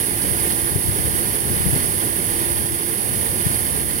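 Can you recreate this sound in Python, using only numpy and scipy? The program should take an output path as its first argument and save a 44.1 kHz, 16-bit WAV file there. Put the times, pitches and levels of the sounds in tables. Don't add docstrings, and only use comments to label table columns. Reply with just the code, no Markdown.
import sys
import numpy as np
from scipy import signal
from scipy.fft import rfft, irfft
from scipy.io import wavfile

SR = 44100
rng = np.random.default_rng(int(sys.argv[2]) if len(sys.argv) > 2 else 0)


def materialize(psi):
    bounded = np.clip(np.atleast_2d(psi).T, -1, 1)
    quanta = np.round(bounded * 32767).astype(np.int16)
    wavfile.write(sys.argv[1], SR, quanta)


N = 176400
TIME = np.arange(N) / SR
BIN_HZ = np.maximum(np.arange(N // 2 + 1) * SR / N, 1)

# frequency in Hz, relative level in dB.
WATER_SPECTRUM = [(40, -71), (120, -58.5), (240, -56.5), (300, -57), (375, -56.5), (480, -60), (560, -64.5),
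                  (660, -65.5), (810, -63), (950, -63.5), (1200, -63.5), (1620, -66.5), (2150, -65),
                  (2900, -69), (4000, -71.5), (4550, -68), (5100, -68.5), (6000, -73.5), (7400, -74),
                  (8500, -63.5), (9400, -53), (10050, -49.5), (11000, -56), (13300, -63.5), (15600, -67)]
# frequency in Hz, level against the right in dB.
LEFT_SHADOW = [(200, -0.5), (370, -2.2), (540, 1), (950, -0.5), (1650, 2.0), (2000, -2.5), (2420, -12.5),
               (2850, -2.5), (3500, 1), (4000, -1), (4850, -15), (6000, -6), (7200, -3), (7700, -4),
               (8100, -13.5), (10000, -13.5), (11500, -8.5), (12400, -10.5), (13200, -9), (14200, -8),
               (15600, -7)]
# frequency in Hz, phase turn in radians.
LEFT_PHASE = [(250, -0.14), (430, 0.56), (620, 0.07), (1500, -0.13), (2380, -2), (2460, 1.3), (2850, 0.89),
              (3300, 0.2), (3700, 0.03), (4600, -1.26), (5300, 1.4), (6700, 1.2), (7700, -1.8), (8300, 3),
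              (9200, 1), (10300, 0.8), (11800, 0.7), (14000, -1.5)]
# frequency in Hz, share of the power from 0 to 1.
COMMON_SHARE = [(150, 0.3), (240, 0.89), (370, 0.93), (600, 0.79), (1000, 0.85), (1320, 0.97), (1650, 0.86),
                (2150, 0.69), (2420, 0.04), (2650, 0.24), (3100, 0.82), (3600, 0.5), (4020, 0.89),
                (4400, 0.72), (6200, 0.12), (7050, 0.42), (8000, 0), (9700, 0.23), (15000, 0)]
# time in seconds, peak level in dB, starting pitch in Hz.
AIR_POCKETS = [(.249, -24, 463), (.452, -25, 409), (.672, -29, 470), (0.76, -21.5, 377), (0.962, -24, 400),
               (1.079, -24.5, 430), (2.187, -21.5, 368), (2.798, -28, 383), (2.912, -25.5, 421),
               (3.398, -28, 383), (3.745, -29, 446)]
# frequency in Hz, level on the left in dB, level on the right in dB.
HUM_LINES = [(101, -45, -40.5), (195.2, -48, -43.5), (600, -61, -58)]
# time in seconds, level in dB.
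DRONE_LEVEL = [(0, -44.5), (.33, -36.5), (.57, -34), (.8, -39.5), (1.25, -37), (1.45, -44), (1.62, -36),
               (2.0, -39), (2.22, -35), (2.55, -33), (2.7, -38), (2.93, -38), (3.05, -49), (3.4, -37),
               (3.68, -50), (3.82, -37), (4, -40)]
# time in seconds, level in dB.
LEFT_BREEZE = [(0, -33), (.25, -28), (.66, -29), (.73, -25.5), (.84, -28.5), (.92, -25.5), (1.02, -27),
               (1.16, -25), (1.38, -31), (1.5, -22.5), (1.6, -22), (1.65, -16), (1.77, -21), (1.8, -27.5),
               (2.3, -31), (2.58, -27.5), (2.85, -33), (3.15, -30), (3.6, -29.5), (3.85, -26.5), (4, -33)]
# time in seconds, peak level in dB, pitch in Hz.
EDDY_THUMPS = [(0.761, -8, 129), (0.892, -11, 107), (1.051, -11.5, 102), (1.667, -11, 131),
               (1.732, -6, 125), (1.766, -8, 139), (3.468, -7.5, 133), (3.508, -15.5, 115)]

WATER_DB, LEFT_LAG_MS = -18, 0.3637
SURGE_DB, SURGE_PER_S = 0.72, 1.8
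SLOP_DB, SLOP_PER_S = 0.49, 24
DROPS_PER_S, DROP_SPREAD_DB, DROPS_DB = 6000, 3, -1.5
BUBBLES_PER_S, BUBBLE_SPREAD_DB, BUBBLES_DB = 1500, 0.5, -1.5
BUBBLE_LOW_HZ, BUBBLE_HIGH_HZ, BUBBLE_CYCLES = 445.8, 5552, 65
GULP_TOP_HZ, GULP_DB, GULP_PER_S = 700, 1.0, 25
PATTER_TOP_HZ, PATTER_DB, PATTER_PER_S = 3800, 0.67, 17
GURGLE_ATTACK_S, GURGLE_DECAY_S, GURGLE_RISE_PER_S = 0.0031, 0.011, 3
DRONE_HZ, DRONE_WANDER_HZ, DRONE_FLUTTER_DB = 340.2, 1.87, 1.5
SHUDDER_DEPTH, SHUDDER_PER_S = .16, 14
WIND_LOW_HZ, WIND_HIGH_HZ, WIND_LUMPS_DB = 57.4, 148.6, 2
RIGHT_WIND_DB, RIGHT_FOLLOWS = -36, 0.33
EDDY_CYCLES = 0.73
CUTOFF_HZ = 15780


def water():
    share = np.clip(per_bin(COMMON_SHARE), 0, 1)
    common = np.sqrt(share) * splashing()
    colour = from_db(per_bin(WATER_SPECTRUM))
    left, right = [colour * (common + np.sqrt(1 - share) * splashing()) for _ in range(2)]
    phase = per_bin(LEFT_PHASE) - 2 * np.pi * BIN_HZ * LEFT_LAG_MS / 1000
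    left = left * from_db(per_bin(LEFT_SHADOW)) * np.exp(1j * phase)
    pair = churning(np.array([left, right]))
    level_db = WATER_DB + SURGE_DB * drift(SURGE_PER_S) + SLOP_DB * drift(SLOP_PER_S)
    return pair / pair[1].std() * from_db(level_db)


def splashing():
    drops = from_db(DROPS_DB) * rms_one(clicks(DROPS_PER_S, DROP_SPREAD_DB))
    spray = rng.standard_normal(N) + drops + from_db(BUBBLES_DB) * bubbles()
    bubble_band = (BIN_HZ > BUBBLE_LOW_HZ) & (BIN_HZ < BUBBLE_HIGH_HZ)
    power = 1 + from_db(DROPS_DB) ** 2 + bubble_band * from_db(BUBBLES_DB) ** 2
    return rfft(spray) / np.sqrt(power)


def bubbles(sizes=64):
    kicks = clicks(BUBBLES_PER_S, BUBBLE_SPREAD_DB)
    size_of_kick = rng.integers(0, sizes, N)
    ringing = 0
    for size, hz in enumerate(np.geomspace(BUBBLE_LOW_HZ, BUBBLE_HIGH_HZ, sizes)):
        decay = np.exp(-np.log(1000) * hz / (BUBBLE_CYCLES * SR))
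        poles = [1, -2 * decay * np.cos(2 * np.pi * hz / SR), decay * decay]
        ringing += hz * signal.lfilter([1, 0, -1], poles, kicks * (size_of_kick == size) + 1e-18)
    return rms_one(ringing) * np.sqrt(2 * (BUBBLE_HIGH_HZ - BUBBLE_LOW_HZ) / SR)


def churning(spectrum):
    low, low_and_mid = [irfft(spectrum / (1 + (BIN_HZ / hz) ** 4), N)
                        for hz in (GULP_TOP_HZ, PATTER_TOP_HZ)]
    gulps = rms_one(from_db(GULP_DB * drift(GULP_PER_S)))
    bunches = rms_one(from_db(PATTER_DB * drift(PATTER_PER_S)))
    hiss = irfft(spectrum, N) - low_and_mid
    return low * gulps + (low_and_mid - low) * bunches + hiss


def gurgles():
    pair = np.zeros((2, N))
    heard = TIME - np.array([[LEFT_LAG_MS / 1000], [0]])
    for at_s, db, hz in AIR_POCKETS:
        age = np.maximum(heard - at_s + GURGLE_ATTACK_S, 0)
        envelope = np.minimum(age / GURGLE_ATTACK_S, np.exp((GURGLE_ATTACK_S - age) / GURGLE_DECAY_S))
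        cycles = hz * age * (1 + GURGLE_RISE_PER_S * age / 2)
        pair += from_db(db) * envelope * np.sin(2 * np.pi * (cycles + rng.random()))
    return pair


def wind():
    band = signal.butter(2, [WIND_LOW_HZ, WIND_HIGH_HZ], "band", fs=SR, output="sos")
    left_db = in_time(LEFT_BREEZE)
    right_db = RIGHT_WIND_DB + RIGHT_FOLLOWS * (left_db - left_db.mean())
    ports = []
    for db in (left_db, right_db):
        rumble = signal.sosfilt(band, rng.standard_normal(N))
        lumps = from_db(WIND_LUMPS_DB * drift(20))
        ports.append(from_db(db) * rms_one(rumble * lumps))
    for at_s, db, hz in EDDY_THUMPS:
        cycles = hz * (TIME - at_s)
        envelope = np.exp(-(cycles / EDDY_CYCLES) ** 2)
        ports[0] += from_db(db) * envelope * np.sin(2 * np.pi * (cycles + rng.random()))
    return np.array(ports)


def motor():
    hum = sum(from_db([[left], [right]]) * np.sin(2 * np.pi * (hz * TIME + rng.random()))
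              for hz, left, right in HUM_LINES)
    cycles = np.cumsum(DRONE_HZ + DRONE_WANDER_HZ * drift(7.2)) / SR
    lag_cycles = np.array([[DRONE_HZ * LEFT_LAG_MS / 1000], [0]])
    level_db = in_time(DRONE_LEVEL) + DRONE_FLUTTER_DB * drift(12.0)
    drone = from_db(level_db) * np.sin(2 * np.pi * (cycles - lag_cycles))
    shudder = 1 + SHUDDER_DEPTH * drift(SHUDDER_PER_S)
    balance = from_db([[-1.2], [0]])
    return np.sqrt(2) * (hum + drone * shudder * balance)


def clicks(per_s, spread_db):
    heights = from_db(spread_db * np.minimum(rng.exponential(1, N), 5)) * rng.choice([-1, 1], N)
    return heights * (rng.random(N) < per_s / SR)


def drift(rate_hz):
    hop, settle = 40, 2000
    pole = np.exp(-2 * np.pi * rate_hz * hop / SR)
    noise = rng.standard_normal(N // hop + settle + 2)
    slow = signal.lfilter([1], [1, -2 * pole, pole * pole], noise)[settle:]
    return np.interp(np.arange(N) / hop, np.arange(len(slow)), rms_one(slow))


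def from_db(db):
    return 10 ** (np.asarray(db) / 20)


def rms_one(x):
    return x / np.sqrt(np.mean(x ** 2) + 1e-20)


def in_time(rows):
    return np.interp(TIME, *np.transpose(rows))


def per_bin(rows):
    hz, value = np.transpose(rows)
    return np.interp(np.log(BIN_HZ), np.log(hz), value)


def scene():
    return water() + motor() + wind() + gurgles()


def record(dry):
    return signal.sosfilt(signal.ellip(12, .1, 80, CUTOFF_HZ, fs=SR, output="sos"), dry)


dry = scene()
out = record(dry)
materialize(out)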